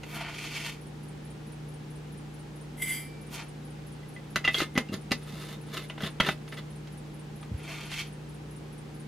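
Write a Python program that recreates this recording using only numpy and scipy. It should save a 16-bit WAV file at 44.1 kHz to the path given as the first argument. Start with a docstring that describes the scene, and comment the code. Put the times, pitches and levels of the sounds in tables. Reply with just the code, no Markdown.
"""A small knock over a humming fan, then a spoon scooping dry granules from a glass jar in a small kitchen.
Granules patter into a steel flask, the spoon clinks on glass, the lid is knocked on and screwed down;
the jar is put away with dull thuds and a second one is scooped. A faint, regular high squeak runs along.
Scoops and rubs are filtered micro-impacts, the flask is a bank of resonators fed by random grains,
blows on the jar are decaying modes with noise at the contact, and the fan is hum lines over coloured noise."""
import sys
import numpy as np
from scipy import signal
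from scipy.fft import rfft, irfft, next_fast_len
from scipy.io import wavfile
from scipy.ndimage import uniform_filter1d

SR = 44100
rng = np.random.default_rng(int(sys.argv[2]) if len(sys.argv) > 2 else 0)


def digitize_waveform(pressure):
    """Quantize a signal to 16-bit integers and store it at the path in sys.argv[1].

    Rows of a 2-D input are taken as channels; values are limited to [-1, 1].
    """
    field = np.atleast_2d(pressure).T
    bounded = np.clip(field, -1, 1)
    quanta = np.round(bounded * 32767).astype(np.int16)
    wavfile.write(sys.argv[1], SR, quanta)


N = 399987

# All levels in the tables are relative unless marked otherwise.
# Spoon strokes through the granules: start_s, length_s, level_db, swell_db (over the stroke),
# hollow_db and treble_db (against the level), dulling_db (over the stroke)
SCOOPS = [(.155, 0.13, -42.5, -1, -1, -15.5, 13.5), (.375, .31, -39.5, 5.5, -11, -7, -1),
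          (3.345, 0.063, -45.5, 5, 1, -3.5, 9.5), (7.68, 0.18, -45.5, -1.5, -4, -8, -0.5),
          (7.92, 0.072, -37.5, 12, -17, -8.5, 1)]
# Spectrum of the granules under the spoon: freq_hz, density_db (per Hz)
SCOOP_COLOUR = [(400, -25), (650, -4.5), (950, -0.5), (1090, -2), (1380, 3), (1600, -1), (2300, 6.5),
                (3200, 1), (3900, -4.5), (5500, -12), (6800, -14), (7700, -18.5), (10500, -22),
                (13500, -25.5), (15500, -42)]
# Metal sliding on the glass rim and thread: start_s, length_s, level_db, swell_db, hollow_db,
# treble_db, dulling_db, as for the spoon strokes
RUBS = [(4.56, 0.071, -39, 3, -16, -3.5, 14), (4.932, 0.02, -41.5, -1, 5.5, -6, 11),
        (5.32, 0.23, -51.5, 0, -0.5, -0.5, 1), (5.75, 0.1, -45, -10, -2, -4.5, 1),
        (6.025, 0.053, -39, -4, -1, -7, 4), (6.232, 0.082, -41, 3.5, 1.5, -8, -7),
        (6.526, .016, -46, -2, 1, -8, 2), (6.573, 0.014, -46.5, -2, 0, -7.5, 3)]
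# Spectrum of metal on glass: freq_hz, density_db (per Hz)
RUB_COLOUR = [(200, -6), (390, 12.5), (500, 6), (630, 1), (800, 3), (950, 1), (1490, -5), (2300, -2),
              (2750, -3), (3450, -3.5), (4000, -14.5), (5200, -17), (7500, -22.5), (10000, -21.5),
              (12500, -21), (15500, -38)]
# Granules falling into the flask, a clump and then a stream: time_s, flow_db
POUR = [(2.77, -42), (2.815, -30), (2.822, -14), (2.84, -29), (2.895, -20.5), (2.955, -25.5), (3.0, -32),
        (3.06, -44), (3.14, -62)]
# Ringing modes of the steel flask: freq_hz, level_db, t60_s
FLASK = [(1545, -24, 1), (1836, -22, 1), (2078, 2, .12), (2328, -8, 1.1), (4710, -14, .75), (5179, -20, .5),
         (7820, -6, .1), (9620, -7, .09), (9798, -9, .1), (2040, -3, .1), (2145, -5, .1), (2860, -17, .046),
         (3140, -9, .08), (3340, -10, .06), (3620, -20, .04), (4840, -21, .05), (5959, -19, .06),
         (7040, -20, .1), (8800, -15, .026), (10250, -13, .028), (10540, -11, .05), (10690, -11, .05),
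         (11350, -12, .025), (11650, -16, .06), (12120, -16, .06), (12550, -19, .025), (13300, -16, .025)]
# Dry patter of granules on the steel: freq_hz, density_db (per Hz)
PATTER = [(1500, -37), (3000, 2), (4300, -15), (7000, -7), (10500, 1), (13500, -1), (15500, -23)]
# Spoon tapping the glass: start_s, level_db, pitch_hz (the favoured one), hardness_db
CLINKS = [(4.032, -44, 2000, 0), (4.163, -34, 2010, -6), (4.4424, -19.5, 2000, 2), (4.4483, -13.5, 2686, 3),
          (4.4762, -8.5, 1950, -9), (4.5438, -13, 3330, 6), (4.562, -24.5, 2120, -1), (4.574, -24, 3200, 4),
          (4.762, -20.5, 2020, -5), (4.887, -37, 2700, 10), (6.575, -34, 2010, -5)]
# Lid and spoon knocking on the jar: start_s, level_db, pitch_hz (the favoured one), hardness_db
KNOCKS = [(.033, -30, 2660, 7), (4.3585, -10, 1433, 7), (4.584, -22.5, 3200, 19), (4.603, -14.5, 1285, 1),
          (4.615, -19, 2790, 10), (4.753, -27.5, 2110, -2), (4.776, -8.5, 1954, 4),
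          (4.939, -29, 1380, 19.5), (5.109, -23, 2780, 7), (5.117, -12, 2350, 14), (5.898, -24.5, 2930, -8),
          (5.978, -28, 1010, -20), (6.005, -26, 1490, -6), (6.035, -21.5, 3200, -8), (6.2, -11, 3230, -11),
          (6.202, -7.5, 1415, -5), (6.247, -19.5, 1770, -4), (6.273, -19, 1780, 4), (6.287, -12, 1510, -13),
          (6.478, -36, 1460, 11), (6.523, -29, 1900, -11), (6.873, -39, 3320, 11), (7.428, -33.5, 1250, -8),
          (7.916, -25, 2880, 10)]
# Modes of the hand-held glass jar: freq_hz, level_db, t60_s (before each use scales it)
JAR = [(623, -1.5, 0.14), (646, -2, 0.12), (786, 0.5, 0.095), (985, 0, 0.079), (1226, 0.5, 0.096),
       (1343, 9.5, 0.031), (1510, 1, 0.035), (1796, 1, 0.11), (2005, 3.5, 0.071), (2103, -4, 0.25),
       (2420, -5, 0.031), (2595, -6, 0.31), (2770, 7, 0.08), (2953, 2.5, 0.045), (3225, 1, 0.051),
       (3300, 4, 0.053), (3360, 12.5, 0.015), (3640, -2, 0.14), (4004, 13, 0.02), (4410, -2, 0.071),
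       (4570, -6.5, 0.14), (4624, -0.5, 0.075), (5064, 4.5, 0.04), (5500, -7, 0.066), (6650, -1.5, 0.064),
       (7300, -19, .09)]
# Crack of noise at the contact: freq_hz, density_db (per Hz)
CRACK = [(150, -3.5), (500, 1.5), (830, -6.5), (1300, -0.5), (3200, -1), (5000, -15.5), (7500, -31),
         (15000, -60)]
# Bright tick at the contact: freq_hz, density_db (per Hz)
TICK = [(4500, -28), (5700, 6), (6300, 7), (6900, -2), (7600, -6), (9000, 0), (10200, -3.5), (12000, -6.5),
        (13500, -7), (15500, -37)]
# Dull thuds of jar, hand and shelf: start_s, level_db, pitch_hz
THUDS = [(4.358, -33.5, 388), (4.581, -32, 385), (4.617, -20, 320), (4.755, -24.5, 242), (4.775, -16, 231),
         (4.894, -27, 217), (4.92, -24, 209), (4.939, -24.5, 184), (5.114, -19, 240), (5.332, -31.5, 181),
         (6.032, -23.5, 195), (6.2, -21.5, 214), (6.284, -24.5, 201), (7.514, -22.5, 110), (7.54, -24, 70)]
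# Fan and mains lines: freq_hz, level_db (rms, before the waver)
HUM = [(60, -57), (120, -57), (149.8, -44), (209, -59), (314.4, -57.5), (390, -63), (452, -62)]
# Rush of air from the fan: freq_hz, density_db (per Hz)
AIR = [(20, -30), (40, -6), (58, -11), (80, -8.5), (125, -14.5), (200, 0), (300, -7), (520, -12),
       (680, -19), (790, -13.5), (1000, -20), (3000, -25.5), (8000, -36), (11000, -39), (15500, -50)]
# Runs of squeak pairs: first_s, end_s
SQUEAK_RUNS = [(0.156, 7.65), (7.852, 9.8)]
# Tone of the reflections from the sides: freq_hz, side_db
WIDTH = [(100, -35), (400, -13), (700, -11), (1300, -19), (2400, -14), (4400, 0), (8000, 4), (11500, 7.5)]
# Width of the fan's air: freq_hz, side_db
AIR_WIDTH = [(60, -9), (200, -9.5), (380, -3), (700, -1), (1400, -1.5), (15000, -4)]

SQUEAK_PERIOD_S, CUTOFF_HZ = .2182, 15800
T = np.arange(N) / SR
BLOW_T = T[:SR // 2]   # half a second for each blow
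SPARKLE_DULLING = 3.1   # the top range dulls this many times faster than the hiss as the spoon sinks in
# A hard contact rings the rim more; by these shares it adds tick and takes away hollow body
HARD_TICK_SHARE, HARD_HOLLOW_SHARE = 0.43, 0.4
# After a knock the metal seats with a softer second touch on the wall
SEAT_S, SEAT_DB, SEAT_HZ, SEAT_HARDNESS_DB = 0.0038, -6, 2000, -8


def friction(pressures, spectrum, edges_hz, per_s, spread_db, jerk_db, glass_db, gains_db):
    """Dense micro-impacts under an unsteady hand ring partly in the glass; each range has its own pressure."""
    clicks = grains(per_s, spread_db) * from_db(jerk_db * drift(90))
    glass = jar_ring(0, SR, 0.52, 1 / SR, 1, 0, 1)   # all modes, none favoured
    ringing = signal.fftconvolve(clicks, glass / np.linalg.norm(glass))[:N]
    clicks = clicks + from_db(glass_db) * ringing
    grit = colour(np.pad(clicks, (0, next_fast_len(N) - N)), spectrum)[:N]
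    ranges = []
    for hz in edges_hz:
        ranges.append(cut(grit, hz, "low"))
        grit = cut(grit, hz, "high")
    ranges.append(grit)
    return sum(from_db(gains_db[k]) * rms_one(part) * pressures[k] for k, part in enumerate(ranges))


def strokes(rows, attack_share, release_s):
    """Each stroke rises, swells and lets go, dulling on its way; gains for body, scratch, hiss and sparkle."""
    gains = np.zeros((4, N))
    for start, length, db, swell, hollow, treble, dulling in rows:
        progress = np.clip((T - start) / length, 0, 1) - .5
        before = np.maximum(start - T, 0) / (attack_share * length)
        after = np.maximum(T - start - length, 0) / release_s
        # 20 dB down for each attack or release time away from the stroke
        pressure = from_db(db + swell * progress - 20 * np.minimum(before + after, 10))
        hiss = treble - dulling * progress
        sparkle = treble - SPARKLE_DULLING * dulling * progress
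        for k, shade_db in enumerate([hollow, 0, hiss, sparkle]):
            gains[k] += pressure * from_db(shade_db)
    return gains


def grains(per_s, spread_db):
    """Random tiny impacts of uneven size and either sign."""
    sizes = from_db(spread_db * np.minimum(rng.exponential(1, N), 4)) * rng.choice([-1, 1], N)
    return sizes * (rng.random(N) < per_s / SR)


def pour(per_s, ring_db, patter_db):
    """Random granule impacts excite the flask's damped resonances, over a dry patter of noise."""
    flow, rings = level(POUR), np.zeros(N)
    for hz, db, t60 in FLASK:
        radius = from_db(-60 / (t60 * SR))
        angle = 2 * np.pi * hz / SR
        impacts = flow * grains(per_s, 3.9)
        resonator = [1, -2 * radius * np.cos(angle), radius * radius]
        rings += from_db(db) * rms_one(signal.lfilter([1], resonator, impacts + 1e-18))
    return from_db(ring_db) * rings + from_db(patter_db) * flow * noise(PATTER, N)


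def jar_blows(blows, attack_s, ring_share, focus_db, focus_octaves, ring_db, hollow_db, rim_db,
              crack_db, crack_t60, tick_db, tick_t60):
    """Each blow rings the jar's hollow, wall and rim modes, with a crack and a bright tick at the contact."""
    out, rise_s = np.zeros(N), max(attack_s, 1 / SR)
    for s, peak, pitch_hz, hardness in blows:
        hollow = (0, 1120, hollow_db - HARD_HOLLOW_SHARE * hardness)
        wall = (1120, 4000, ring_db)
        rim = (4000, SR, rim_db + hardness)
        for low_hz, high_hz, db in [hollow, wall, rim]:
            ring = jar_ring(low_hz, high_hz, ring_share, rise_s, pitch_hz, focus_db, focus_octaves)
            add(out, s, from_db(peak + db) * ring)
        crack = onset_one(noise(CRACK, len(BLOW_T)) * fade(crack_t60, rise_s))
        add(out, s, from_db(peak + crack_db) * crack)
        tick = onset_one(noise(TICK, len(BLOW_T)) * fade(tick_t60, rise_s))
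        add(out, s, from_db(peak + tick_db + HARD_TICK_SHARE * hardness) * tick)
    return out


def jar_ring(low_hz, high_hz, length, rise_s, pitch_hz, focus_db, focus_octaves):
    """One blow on the jar's modes in a range; the place of contact favours those near one pitch."""
    ring = 0
    for hz, db, t60 in JAR:
        if low_hz <= hz < high_hz:
            favour = np.exp(-(np.log2(hz / pitch_hz) / focus_octaves) ** 2)
            strength = from_db(db + focus_db * favour + rng.normal(0, 1.5))
            tone = np.sin(2 * np.pi * (hz * BLOW_T + rng.random()))
            ring = ring + strength * tone * fade(t60 * length, rise_s)
    return onset_one(ring)


def seated(knocks):
    """Every knock together with its second touch, as the metal seats on the wall."""
    touches = [(s + SEAT_S, peak + SEAT_DB, SEAT_HZ, SEAT_HARDNESS_DB) for s, peak, _, _ in knocks]
    return list(knocks) + touches


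def thuds(gain_db, t60, rattle_db, rattle_t60):
    """A heavily damped low mode, with a woody rattle of noise that outlasts it."""
    out = np.zeros(N)
    for s, db, hz in THUDS:
        boom = np.sin(2 * np.pi * hz * BLOW_T) * fade(t60, 0.0076)
        # the spectrum steps down by 4 dB at twice the pitch
        spectrum = [(hz / 4, -32), (hz / 2, -5), (hz * 2.0, 0), (hz * 2, -4), (hz * 4, -24), (hz * 10, -60)]
        rattle = noise(spectrum, len(BLOW_T)) * fade(rattle_t60, 0.0011)
        add(out, s, from_db(db + gain_db) * (peak_one(boom) + from_db(rattle_db) * peak_one(rattle)))
    return out


def squeaks(squeak_db, first_hz, second_hz, gap_s, t60, rasp_hz):
    """Something turning squeaks twice a round; each raspy squeak slides down in pitch."""
    out = np.zeros(N)
    envelope = peak_one(fade(t60, 0.0081))
    for first, last in SQUEAK_RUNS:
        for s in np.arange(first, last, SQUEAK_PERIOD_S):
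            for delay, end_hz, slide_hz in [(0, first_hz, 900), (gap_s, second_hz, 2400)]:
                rasp = rasp_hz * rms_one(uniform_filter1d(rng.standard_normal(len(BLOW_T)), size=30))
                hz = end_hz + slide_hz * np.exp(-BLOW_T / 0.0044) + rasp
                tone = np.sin(2 * np.pi * np.cumsum(hz) / SR)
                add(out, s + delay, from_db(squeak_db + rng.normal(0, 1)) * tone * envelope)
    return out


def fan(air_db, waver_db):
    """Gently wavering hum lines over a rush of air that is wider in the treble; mid and side."""
    hum = np.zeros(N)
    for hz, db in HUM:
        gain = np.sqrt(2) * from_db(db + waver_db * drift(6))   # root two turns rms into peak
        hum += gain * np.sin(2 * np.pi * (hz * T + rng.random()) + 0.052 * drift(4.4))
    mid = from_db(air_db) * noise(AIR, N)
    side = from_db(air_db) * colour(noise(AIR, next_fast_len(N)), AIR_WIDTH)[:N]
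    return hum + mid, side


def kitchen(x, wet_db, side_db, t60):
    """Close walls answer at once and die quickly, modelled as decaying noise; returns mid and side."""
    tail = rng.standard_normal(len(BLOW_T)) * fade(t60, 0.0096)
    mid = x + from_db(wet_db) * signal.fftconvolve(x, tail / np.linalg.norm(tail))[:N]
    delayed = np.pad(mid, (40, next_fast_len(N + 40) - N - 40))   # 40 samples late
    sideways = scatter(delayed, [.0011, .0023, .0037])
    return mid, from_db(side_db) * colour(sideways, WIDTH)[:N]


def scatter(x, delays_s):
    """Nearby surfaces smear a sound over a few milliseconds without colouring it (allpasses)."""
    for delay in delays_s:
        loop = np.zeros(round(delay * SR) + 1)
        loop[0], loop[-1] = 1, -.5
        x = signal.lfilter(loop[::-1], loop, x + 1e-18)
    return x


def from_db(db):
    """Decibels to gain."""
    return 10 ** (np.asarray(db) / 20)


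def rms_one(x):
    """Scale to unit power."""
    return x / np.sqrt(np.mean(x ** 2) + 1e-20)


def peak_one(x):
    """Scale to unit height."""
    return x / (np.abs(x).max() + 1e-20)


def onset_one(x):
    """Scale a blow to the power of a unit sine over its first 12 ms."""
    return x / np.sqrt(2 * np.mean(x[:round(.012 * SR)] ** 2) + 1e-20)


def level(rows, column=1):
    """Gain over time from a dB column, silent outside its rows."""
    rows = np.array(rows)
    return from_db(np.interp(T, rows[:, 0], rows[:, column], left=-200, right=-200))


def colour(x, points):
    """Filter a sound by a (Hz, dB) curve, interpolated over log frequency."""
    hz, db = np.transpose(points)
    bins = np.maximum(np.fft.rfftfreq(len(x), 1 / SR), 1)
    return irfft(rfft(x) * from_db(np.interp(np.log(bins), np.log(hz), db)), len(x))


def noise(points, size):
    """Coloured noise of unit power."""
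    return rms_one(colour(rng.standard_normal(next_fast_len(size)), points)[:size])


def cut(x, hz, kind):
    """Causal high- or low-pass."""
    return signal.sosfilt(signal.butter(4, min(hz, SR / 2 - 1), kind, fs=SR, output="sos"), x)


def drift(rate):
    """Random wander of unit power, with this many turning points a second."""
    knots = rng.standard_normal(2000)
    return rms_one(np.interp(T * rate, np.arange(len(knots)), knots))


def fade(t60, rise_s):
    """Envelope of a blow: a quick rise, then an exponential decay."""
    return from_db(-60 * BLOW_T / t60) * (1 - np.exp(-BLOW_T / rise_s))


def add(out, s, sound):
    """Mix a sound in at time s."""
    start = int(np.clip(round(s * SR), 0, N))
    out[start:start + len(sound)] += sound[:N - start]


def scene():
    """All the handling happens straight ahead in one small room, over the wide fan; left and right."""
    scoops = friction(strokes(SCOOPS, attack_share=0.73, release_s=0.07), SCOOP_COLOUR,
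                      edges_hz=(1600, 4500, 11000), per_s=3100, spread_db=1.0, jerk_db=1.8,
                      glass_db=-11.5, gains_db=(-1.5, -3.5, -0.7, -15.5))
    rubs = friction(strokes(RUBS, attack_share=0.62, release_s=0.029), RUB_COLOUR,
                    edges_hz=(1600, 4500), per_s=1500, spread_db=1.4, jerk_db=3.0,
                    glass_db=-5.5, gains_db=(-2.2, -1.2, -2.2))
    granules = pour(per_s=2400, ring_db=-58, patter_db=-20.5)
    clinks = jar_blows(CLINKS, attack_s=0.00099, ring_share=1.0, focus_db=23.5, focus_octaves=0.068,
                       ring_db=-8.5, hollow_db=-31.5, rim_db=-29,
                       crack_db=-17.5, crack_t60=0.075, tick_db=-36, tick_t60=0.066)
    knocks = jar_blows(seated(KNOCKS), attack_s=0.00094, ring_share=0.58, focus_db=19, focus_octaves=0.1,
                       ring_db=-14.5, hollow_db=-24, rim_db=-29.5,
                       crack_db=-14.5, crack_t60=0.046, tick_db=-30, tick_t60=0.036)
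    bumps = cut(thuds(gain_db=-0.3, t60=0.023, rattle_db=-13.5, rattle_t60=0.17), 53, "high")
    squeaking = squeaks(squeak_db=-55, first_hz=10500, second_hz=8900, gap_s=0.053, t60=0.063, rasp_hz=407)
    handling = scoops + rubs + granules + clinks + knocks + bumps + squeaking
    mid, side = kitchen(handling, wet_db=-10, side_db=-5.5, t60=0.12)
    fan_mid, fan_side = fan(air_db=-48.0, waver_db=0.96)
    return mid + fan_mid + (side + fan_side) * np.array([[1], [-1]])


def record(dry):
    """The top is cut steeply by an elliptic low-pass."""
    return signal.sosfilt(signal.ellip(10, .1, 80, CUTOFF_HZ, fs=SR, output="sos"), dry)


dry = scene()
out = record(dry)
digitize_waveform(out)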